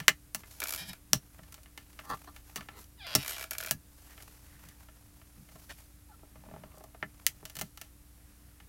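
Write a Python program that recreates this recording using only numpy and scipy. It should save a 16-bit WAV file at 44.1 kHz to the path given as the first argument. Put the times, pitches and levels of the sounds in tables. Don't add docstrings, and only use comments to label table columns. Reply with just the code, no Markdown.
import sys
import numpy as np
from scipy import signal
from scipy.fft import rfft, irfft, next_fast_len
from scipy.io import wavfile

SR = 44100
rng = np.random.default_rng(int(sys.argv[2]) if len(sys.argv) > 2 else 0)


def transcribe(signal):
    frames = np.atleast_2d(signal).T
    limited = np.clip(frames, -1, 1)
    pcm = np.round(limited * 32767).astype(np.int16)
    wavfile.write(sys.argv[1], SR, pcm)


N = 382788
TIME = np.arange(N) / SR
SIZE = 16384
AGE = np.arange(SIZE) / SR
HZ = np.maximum(np.fft.rfftfreq(SIZE, 1 / SR), 1)


def from_db(db):
    return 10 ** (np.asarray(db) / 20)


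def rms_one(x):
    return x / np.sqrt(np.mean(x ** 2) + 1e-20)


def at_hz(points, hz):
    point_hz, db = np.transpose(points)
    return np.interp(np.log(hz), np.log(point_hz), db)


def add(out, s, sound):
    i = max(0, int(round(s * SR)))
    out[i:i + len(sound)] += sound[:max(0, N - i)]


def noise(colour):
    size = next_fast_len(N)
    hz = np.maximum(np.fft.rfftfreq(size, 1 / SR), 1)
    spectrum = rfft(rng.standard_normal(size)) * from_db(at_hz(colour, hz))
    return rms_one(irfft(spectrum, size)[:N])


def drift(rate):
    return np.interp(TIME * rate, np.arange(4000), rng.standard_normal(4000))


def swells(rows):
    return sum(from_db(db) * np.exp(-((TIME - s) / length) ** 2) for s, db, length in rows)


def causal(db):
    cepstrum = irfft(np.log(from_db(db)))
    cepstrum[1:SIZE // 2] *= 2
    cepstrum[SIZE // 2 + 1:] = 0
    return np.exp(rfft(cepstrum))


def waveform(spectrum):
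    return irfft(spectrum) * np.clip(2 - 2 * AGE / .3, 0, 1)


def dying_noise(t60):
    attack = 1 - np.exp(-AGE / (t60 / 20))
    burst = rng.standard_normal(SIZE) * from_db(-60 * AGE / t60) * attack
    return burst / np.linalg.norm(burst)


def body(modes, scatter_db, scatter_t60, room_db, room_t60):
    delay = np.exp(-2j * np.pi * HZ / SR)
    rings = 1
    for (hz, db, t60), chance in zip(modes, rng.standard_normal(len(modes))):
        r, w = from_db(-60 / (t60 * SR)), 2 * np.pi * hz / SR
        gain = from_db(db + chance) * (1 - r * r) / 2
        resonance = (1 - delay ** 2) / (1 - 2 * r * np.cos(w) * delay + (r * delay) ** 2)
        rings = rings + gain * resonance
    plate_echoes = from_db(scatter_db) * dying_noise(scatter_t60)
    room_echoes = from_db(room_db) * dying_noise(room_t60)
    return rings * (1 + rfft(plate_echoes + room_echoes))


def bending(desk_lag=.034, corner_hz=230, spread=.0013, air_share=0.88):
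    def delayed(lag):
        return np.exp(-2j * np.pi * np.cumsum(lag) * SR / SIZE)
    bass = 1 / (1 + (HZ / corner_hz) ** 4)
    plate = delayed(spread * (np.sqrt(5000 / (HZ + corner_hz)) - .4))
    through_air = 1 - (1 - air_share) * bass
    through_desk = bass * delayed(desk_lag / (1 + (HZ / corner_hz) ** 2))
    return plate * (through_air + through_desk)


def centres(edges):
    return np.sqrt(np.multiply(edges[:-1], edges[1:]))


def sloped(hz, corner_hz, below_db, above_db):
    octaves = np.log2(hz / corner_hz)
    return octaves * np.where(octaves < 0, below_db, above_db)


def blow(spectrum, levels_db, edges):
    log_hz = np.log(centres(edges))
    bins, gains = np.searchsorted(HZ, edges), np.zeros(len(log_hz))
    tilt = -10 * np.log10(1 + (edges[0] / HZ) ** 4)
    for _ in range(3):
        power = np.abs(spectrum * from_db(tilt + np.interp(np.log(HZ), log_hz, gains))) ** 2
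        energy = np.add.reduceat(power, bins)[:-1] * 2 / SIZE / (.02 * SR)
        gains = gains + levels_db - 10 * np.log10(energy)
        gains = np.maximum(gains, gains.max() - 50)
    return spectrum * causal(tilt + np.interp(np.log(HZ), log_hz, gains))


def strike(spectrum, octave_db, edges):
    band_db = octave_db + 10 * np.log10(np.diff(np.log2(edges)))
    return waveform(blow(spectrum, band_db, edges))


def run_of_slips(start, end, per_s, first_db, last_db):
    count = int(round((end - start) * per_s)) + 1
    even = np.linspace((start, first_db), (end, last_db), count)
    return even + rng.standard_normal((count, 2)) * [0.0007, 1.0]


def stick_slip(rows, spectrum, split_hz):
    s, rate, level_db, treble_db, rough = np.transpose(rows)
    age = np.arange(int((s[-1] - s[0]) * SR) + 2)
    dull, sharp, t = np.zeros(len(age)), np.zeros(len(age)), s[0]
    for chance in rng.uniform(-2, 2, 200):
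        per_s, db, treble, shake = (np.interp(t, s, column) for column in (rate, level_db, treble_db, rough))
        hold = np.exp(min(shake, .5) * chance)
        t += hold / per_s
        if t >= s[-1]:
            break
        pulse = np.sinc(age - (t - s[0]) * SR)
        slip = pulse * from_db(db) * hold * np.sqrt(SR / per_s)
        dull += slip / np.hypot(1, from_db(treble))
        sharp += slip / np.hypot(1, from_db(-treble))
    out = 0
    for slips, kind in ((dull, "low"), (sharp, "high")):
        split = signal.butter(8, min(split_hz, .4 * SR), kind, fs=SR, output="sos")
        ring = signal.sosfilt(split, waveform(spectrum))
        out = out + signal.fftconvolve(slips, ring / np.linalg.norm(ring))
    return out


# (frequency [Hz], mean level [dB rms])
HUM_PARTIALS = [(59.3, -60), (84.5, -72), (119.5, -71.5), (295, -70)]
# (frequency [Hz], relative level per Hz [dB])
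HISS_COLOUR = [(20, -8), (32, 3), (50, 3), (85, 4.5), (125, -3), (170, -4.5), (250, -10), (420, -16.5),
               (1000, -21.5), (1300, -20.5), (3200, -25), (7000, -23.5), (11500, -19), (15800, -25.5)]


def room(waver_db=0.5, wander=0.31, hiss_db=-59):
    hum = np.zeros(N)
    for hz, db in HUM_PARTIALS:
        level = from_db(db + waver_db * drift(5.5))
        hum += level * np.sqrt(2) * np.sin(2 * np.pi * hz * TIME + wander * drift(9.8))
    return hum + from_db(hiss_db) * noise(HISS_COLOUR)


# (frequency [Hz], typical level over the bare click [dB], t60 [s])
PLATFORM_RINGS = [(137, 17, 0.11), (168, 11.5, 0.067), (212, 13.5, 0.08), (289, 8, 0.13), (404, 6, .12),
                  (624, 8.5, 0.064), (814, 1.5, 0.081), (1064, -5.5, 0.078), (1178, 2, 0.078),
                  (1335, 3, 0.051), (1743, 4, .08), (1784, -1, .05), (2064, 0.5, 0.07), (2500, -4.5, .06),
                  (2703, -2, .07), (2895, 1, 0.024), (3050, -0.5, .06), (4060, -3.5, .05),
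                  (4420, -2, 0.058), (4590, -1, .03), (5500, -5.5, 0.012), (5880, 1, 0.035),
                  (6060, -6, 0.011), (6869, -3, .04)]
TOUCH_BANDS = [70, 350, 1200, 4000, 16000]


def touches(rows):
    out, path = np.zeros(N), bending()
    for s, db, contact_hz in rows:
        struck = body(PLATFORM_RINGS, scatter_db=1.0, scatter_t60=.028, room_db=-7.5, room_t60=0.2)
        colour = sloped(centres(TOUCH_BANDS), contact_hz, below_db=4.5, above_db=-8)
        add(out, s, strike(struck * path, db + colour, TOUCH_BANDS))
    return out


# (time [s], level per octave at the contact pitch [dB], contact pitch [Hz])
TOUCHES = [(0.001, -42, 3560), (0.4343, -56.5, 1940), (1.3901, -56, 1300), (1.433, -61, 4000),
           (1.5234, -54.5, 12000), (1.542, -52.5, 6100), (1.776, -47, 4000), (1.9899, -48.5, 2560),
           (2.0103, -61, 1300), (2.3625, -53, 4000), (2.5741, -47.5, 4000), (2.6076, -50, 2700),
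           (2.686, -48, 1890), (2.8412, -61.5, 11000), (4.1775, -58, 2400), (4.2235, -56, 7000),
           (4.6872, -58, 7000), (4.8854, -59.5, 1640), (5.2147, -62.5, 1770), (5.5558, -57, 1000),
           (6.2309, -59.5, 710), (6.3557, -57.5, 1070), (6.6352, -50.5, 1000), (6.8386, -60, 11000),
           (6.9455, -54.5, 990), (7.4272, -57, 697), (7.453, -46, 6000), (7.4979, -52.5, 6000),
           (7.5537, -50.5, 6950), (7.5667, -45.5, 5960), (7.5884, -44.5, 5500), (7.594, -46.5, 11000),
           (7.7739, -50.5, 5000), (7.8138, -46.5, 5670), (8.6011, -60, 2510)]


def taps():
    return touches(TOUCHES)


# (time at the middle
# [s], peak level [dB], middle to 1/e [s])
DESK_BUMPS = [(0.01, -40, 0.017), (0.83, -51.5, 0.026), (0.906, -47.5, 0.024), (1.425, -58.5, 0.035),
              (2.124, -47.5, 0.03), (2.597, -51.5, 0.04), (3.755, -45.5, 0.023), (4.62, -64, 0.11),
              (5.392, -53, 0.041), (5.556, -56.5, 0.024), (6.53, -52.5, 0.14), (7.44, -53, 0.016),
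              (7.61, -51, 0.04)]
# (frequency [Hz], relative level per Hz [dB])
DESK_COLOUR = [(35, -6.5), (90, -5.5), (170, 5.5), (240, -6), (400, -28.5), (1000, -56.5)]


def desk_bumps(lag_s=0.023, rock_s=0.025, rock_db=-7.5):
    rocking = [(s + lag_s, thump_db + rock_db, rock_s) for s, _, _, _, thump_db, *_ in LOUD_KNOCKS]
    return swells(list(DESK_BUMPS) + rocking) * noise(DESK_COLOUR)


# (time [s], level per octave at the spot before the shared colour [dB], slope below the spot [dB per octave],
#  slope above it [dB per octave], desk thump before colour [dB], scattered echoes over the click [dB],
#  spot pitch [Hz], typical spot level over the bare click [dB], spot t60 [s])
LOUD_KNOCKS = [(0.081, -17, 9.5, -4.5, -42, -5, 1910, -3.5, 0.046),
               (0.347, -42, 3, 1.5, -57, -3, 2840, 0, 0.021),
               (1.132, -21.5, 8, -8, -34, -15.5, 5720, 11.5, 0.0058),
               (2.5591, -42.5, 4, -1, -58, 1, 2900, -4, 0.05),
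               (3.151, -23.5, 8, -4, -31.5, 0, 5340, 8, 0.0086),
               (3.71, -38, 5, 2.5, -46, -5, 1680, 22, 0.16),
               (7.0264, -33.5, 7, -19.5, -46, -4, 2040, 3, 0.012),
               (7.2657, -32, 14, 1.5, -58.5, -9.5, 1930, 14, 0.0075),
               (7.612, -44, 2.5, 0.6, -49, 0.5, 1400, 4, 0.038)]
KNOCK_BANDS = [70, 180, 400, 1550, 2200, 3400, 4800, 7000, 16000]
# (frequency [Hz], gain [dB])
SHARED_KNOCK_COLOUR = [(110, -1.5), (800, -1), (1850, 0.5), (2700, -1), (4000, -2.5), (5800, 1.5),
                       (10500, 1.5)]
# (frequency [Hz], relative level per octave [dB])
DESK_THUMP_COLOUR = [(110, -1), (270, -2.5), (800, -3), (2000, -10.5), (10000, -59.5)]


def chatter(chatter_db=-3, t60=0.01):
    return 1 + rfft(from_db(chatter_db) * dying_noise(t60)) * HZ / (HZ + 5000)


def knocks():
    out, path, hz = np.zeros(N), bending(), centres(KNOCK_BANDS)
    for s, db, below_db, above_db, thump_db, scatter_db, spot_hz, spot_db, spot_t60 in LOUD_KNOCKS:
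        modes = list(PLATFORM_RINGS) + [(spot_hz, spot_db, spot_t60)]
        struck = body(modes, scatter_db, scatter_t60=0.044, room_db=-14.0, room_t60=0.1)
        contact = from_db(db + sloped(hz, spot_hz, below_db, above_db))
        thump = from_db(thump_db + at_hz(DESK_THUMP_COLOUR, hz))
        octave_db = 20 * np.log10(np.hypot(contact, thump)) + at_hz(SHARED_KNOCK_COLOUR, hz)
        add(out, s, strike(struck * chatter() * path, octave_db, KNOCK_BANDS))
    return out


# (time at the middle [s], middle to 1/e [s], dull drag [dB], swish [dB])
HAND_STROKES = [(0.39, 0.041, -65, -55.5), (0.53, 0.054, -62, -50.5), (1.352, 0.29, -71, -67.5),
                (2.112, 0.21, -61.5, -57.5), (2.535, 0.22, -69.5, -62.5), (2.8, 0.037, -64, -53),
                (4.156, 0.25, -65.5, -58), (4.595, 0.28, -69, -63.5), (5.22, 0.3, -71.5, -66.5),
                (5.681, 0.19, -69, -58), (6.5, 0.34, -71, -76), (7.284, 0.26, -71, -67),
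                (7.633, 0.056, -87, -57.5), (8.353, 0.3, -75, -74.5)]
# (frequency [Hz], relative level per Hz [dB])
DULL_DRAG_COLOUR = [(300, -8), (650, 2), (1200, 0.5), (1800, -2), (2600, -3.5), (4500, -16.5)]
# (frequency [Hz], relative level per Hz [dB])
SOFT_SWISH_COLOUR = [(2000, -4.5), (3500, -2), (6000, 2.5), (9000, -1), (12000, 4), (16000, -3.5)]


def sliding(drag_db=-2, swish_db=-3, grain_db=6.0, grain_rate=150, pressure_db=2.5, pressure_rate=25):
    drag = swells([(s, db + drag_db, length) for s, length, db, _ in HAND_STROKES])
    swish = swells([(s, db + swish_db, length) for s, length, _, db in HAND_STROKES])
    catch = grain_db * drift(grain_rate) + pressure_db * drift(pressure_rate)
    grainy_drag = drag * from_db(catch) * noise(DULL_DRAG_COLOUR)
    soft_swish = swish * from_db(catch / 2) * noise(SOFT_SWISH_COLOUR)
    return grainy_drag + soft_swish


# (time [s], level before colour [dB], sharpness [0-1])
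HINGE_JERKS = [(0.602, -41.5, 1), (0.6179, -39, 0.08), (0.628, -40.5, 0), (0.6378, -37.5, 0.9),
               (0.6556, -45, 0), (0.706, -41.5, 0.95), (0.9317, -47.5, 0.5), (3.279, -38.5, 0.76),
               (3.5091, -39.5, 1), (3.5158, -42.5, 0.23), (3.5324, -44, 0.76), (3.55, -47.5, 0),
               (3.5824, -40, 1)]
# (start [s], end [s], slips [per s], first level before colour [dB], last level [dB], sharpness [0-1])
HINGE_RATCHETS = [(0.671, 0.693, 103, -43, -42, 0.8), (0.7233, 0.7603, 82, -39.5, -42.5, 0.8),
                  (3.2317, 3.261, 66, -46.5, -43, 0.44), (3.294, 3.307, 74, -41, -44, 0.6),
                  (3.365, 3.4412, 64, -45.5, -43.5, 0.39), (3.6025, 3.6713, 43, -43, -43.5, 0.21),
                  (3.609, 3.662, 38, -46, -45.5, 0.9)]
# (frequency [Hz], typical level over the bare click [dB], t60 [s])
LID_RINGS = [(647, 11.5, 0.114), (1130, -12.5, 0.14), (1436, 6, 0.015), (1666, 3.5, 0.038),
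             (2330, 11.5, 0.026), (2500, -16, 0.031), (3230, -13.5, .03), (3980, -10, 0.09),
             (5500, -6, 0.016), (7000, -2, .012), (11700, 3.5, 0.0012)]
SLIP_BANDS = [450, 1200, 3000, 7000, 16000]
# (frequency [Hz], relative level per octave [dB])
DULL_COLOUR = [(730, -10.5), (1900, -1.5), (4600, -10), (10500, -13)]
# (frequency [Hz], relative level per octave [dB])
SHARP_COLOUR = [(730, -16.5), (1900, -10), (4600, -5), (10500, 0.5)]


def hinge_slips():
    out, path, hz = np.zeros(N), bending(), centres(SLIP_BANDS)
    ratchets = [(s, db, sharp) for *row, sharp in HINGE_RATCHETS for s, db in run_of_slips(*row)]
    for s, db, sharp in list(HINGE_JERKS) + ratchets:
        lid = body(LID_RINGS, scatter_db=2, scatter_t60=0.018, room_db=-5.5, room_t60=0.18)
        colour = (1 - sharp) * at_hz(DULL_COLOUR, hz) + sharp * at_hz(SHARP_COLOUR, hz)
        add(out, s, strike(lid * path, db + colour, SLIP_BANDS))
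    return out


# (frequency [Hz], typical level over the bare click [dB], t60 [s])
HELD_LID_RINGS = [(652, -3, 0.03), (1430, -5.5, 0.022), (2410, -9.5, .025), (3280, 5, .018),
                  (3810, 6, 0.051), (5290, 11.5, 0.0043), (11900, -17, 0.0021)]
# (frequency [Hz], gain [dB])
LID_COLOUR = [(200, -22.5), (600, 1), (1400, 1), (2400, 5), (3400, 1.5), (4300, -2.5), (6000, -12.5),
              (12500, -4.5), (16000, -19)]


def lid_creak(rows):
    lid = body(HELD_LID_RINGS, scatter_db=4.0, scatter_t60=0.013, room_db=1, room_t60=0.1)
    return stick_slip(rows, lid * causal(at_hz(LID_COLOUR, HZ)) * bending(), split_hz=6500)


# (time [s], slips [per s], level [dB], treble over bass [dB], roughness [0-1])
CREAKS = [
    [(.770, 164, -41.5, -1, 0.07), (.79, 190, -42, -3, 0.03), (.82, 410, -44.5, -8, 0.04),
     (.845, 540, -52, -11, 0.16), (.87, 910, -51.5, -1, 0.28), (.89, 530, -43, 0, 0.29),
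     (.905, 860, -49, -34, 0.17), (.928, 500, -69, -22, 0)],
    [(3.063, 400, -39, -10, 0.19), (3.068, 490, -41.5, -20, 0), (3.085, 193, -44, -14, 0.18),
     (3.11, 150, -42.5, -13, 0.21), (3.147, 67, -37, -15, 0)],
    [(3.17, 234, -41, -1, 0.19), (3.20, 170, -43, -8, 0.11), (3.228, 104, -41, 0, 0)],
    [(3.235, 300, -55, 0, 0.37), (3.30, 300, -42, 6, .4), (3.314, 204, -40, 0, .3),
     (3.34, 203, -46.5, -3, 0.27), (3.365, 140, -48, -1, 0.2), (3.44, 186, -50, 8, 0.2)],
    [(3.678, 200, -41.5, -3, 0.24), (3.706, 280, -68, 3, 0.1)],
]


def hinge_creaks():
    out = np.zeros(N)
    for rows in CREAKS:
        add(out, rows[0][0], lid_creak(rows))
    return out


# (start [s], end [s])
BUSY_SPANS = [(1.401, 2.8), (3.999, 4.5), (5.3, 5.7)]


def fidgets(per_s=4.2, level_db=-63, spread_db=0.5, low_hz=1460, high_hz=12000):
    rows = []
    for start, end in BUSY_SPANS:
        for when, force, hardness in rng.random((int((end - start) * per_s), 3)):
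            db = level_db + spread_db * (2 * force - 1)
            contact_hz = low_hz * (high_hz / low_hz) ** hardness
            rows.append((start + when * (end - start), db, contact_hz))
    return touches(rows)


# (time [s], slips [per s], level [dB], treble over bass [dB], roughness [0-1])
RUBS = [
    [(2.03, 265, -56.5, -26, 0.45), (2.083, 297, -53, -8, 0.3), (2.091, 196, -33.5, -11, 0.14),
     (2.135, 222, -38.5, -29, 0.22), (2.146, 320, -65, -20, 0.5)],
    [(2.27, 470, -45.5, -22, .3), (2.283, 310, -53, -29, 0.39), (2.30, 300, -82, -19, 0.3)],
    [(2.575, 400, -46.5, -7, 0.29), (2.61, 370, -58, -11, 0.37), (2.635, 200, -66, -14, 0.4)],
    [(2.72, 340, -62, -33, 0.37), (2.78, 510, -54.5, -5, 0.6), (2.82, 320, -69, 6, 0.62)],
    [(6.085, 950, -63, -25, .05), (6.11, 800, -59, -25, .055), (6.145, 630, -63, -25, .07)],
    [(6.44, 220, -76, -16, 0.65), (6.55, 210, -87, -16, 0.58), (6.68, 180, -72, -26, 0.45),
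     (6.77, 175, -58.5, 7, 0.42), (6.83, 140, -97, -13, 0.6)],
]
# (frequency [Hz], gain [dB])
RUBBED_COLOUR = [(100, -48), (200, -10.5), (380, 5), (600, -1), (850, 9), (1200, 16.5), (1600, 2),
                 (2500, -11), (5000, 1.5), (16000, 1)]


def finger_rubs():
    out, path = np.zeros(N), bending()
    for rows in RUBS:
        platform = body(PLATFORM_RINGS, scatter_db=9.5, scatter_t60=0.016, room_db=-10.0, room_t60=0.13)
        rubbed = platform * causal(at_hz(RUBBED_COLOUR, HZ)) * path
        add(out, rows[0][0], stick_slip(rows, rubbed, split_hz=4000))
    return out


# (time at the middle [s], peak level [dB], middle to 1/e [s])
FABRIC_BRUSHES = [(2.13, -57, .025), (4.12, -58.5, 0.032), (4.53, -64, 0.066), (4.69, -63.5, 0.064),
                  (5.707, -45.5, 0.013), (6.55, -74.5, 0.16), (8.28, -73, 0.13), (8.52, -74.5, 0.1)]
# (frequency [Hz], relative level per Hz [dB])
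FABRIC_COLOUR = [(600, -11), (1300, -10), (1800, -1), (2300, -10), (3500, -15), (8000, -23)]


def brushes():
    return swells(FABRIC_BRUSHES) * noise(FABRIC_COLOUR)


# (time [s], slips [per s], level before the lift [dB], treble over bass [dB], roughness [0-1])
HINGE_SQUEAL = [(2.975, 1000, -64, -45, .018), (2.988, 960, -59, -45, .018), (2.997, 860, -55.5, -45, .02),
                (3.02, 790, -49.5, -40, .03), (3.064, 640, -45, -35, .05)]


def hinge_squeal():
    lid = body(HELD_LID_RINGS, scatter_db=17.0, scatter_t60=0.018, room_db=9, room_t60=0.21)
    out = np.zeros(N)
    squeal = stick_slip(HINGE_SQUEAL, lid * causal(at_hz(LID_COLOUR, HZ)), split_hz=4700)
    add(out, HINGE_SQUEAL[0][0], from_db(1.0) * squeal)
    return out


# (time [s], slips [per s], level [dB], treble over bass [dB], roughness [0-1])
CLOTH_DRAG = [(5.690, 213, -49, -3, 0.39), (5.703, 310, -54, -10, 0.37), (5.724, 290, -56, 9, 0.4)]


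def cloth_rub():
    out = np.zeros(N)
    add(out, CLOTH_DRAG[0][0], lid_creak(CLOTH_DRAG))
    return out


# (start [s], end [s], ticks [per s], first level [dB], last level [dB])
PRISING_RUNS = [(6.437, 6.561, 40, -61, -52), (6.74, 6.839, 33, -59.5, -54)]


def prising(contact_hz=750):
    return touches([(s, db, contact_hz) for row in PRISING_RUNS for s, db in run_of_slips(*row)])


def scene():
    handling = taps() + fidgets() + prising() + knocks() + desk_bumps()
    hinge = hinge_slips() + hinge_creaks() + hinge_squeal()
    friction = sliding() + finger_rubs() + brushes() + cloth_rub()
    return (room() + handling + hinge + friction)[None]


def record(dry):
    lowpass = signal.ellip(10, .2, 80, 16000, fs=SR, output="sos")
    return signal.sosfilt(lowpass, np.clip(dry, -1, 1))


dry = scene()
out = record(dry)
transcribe(out)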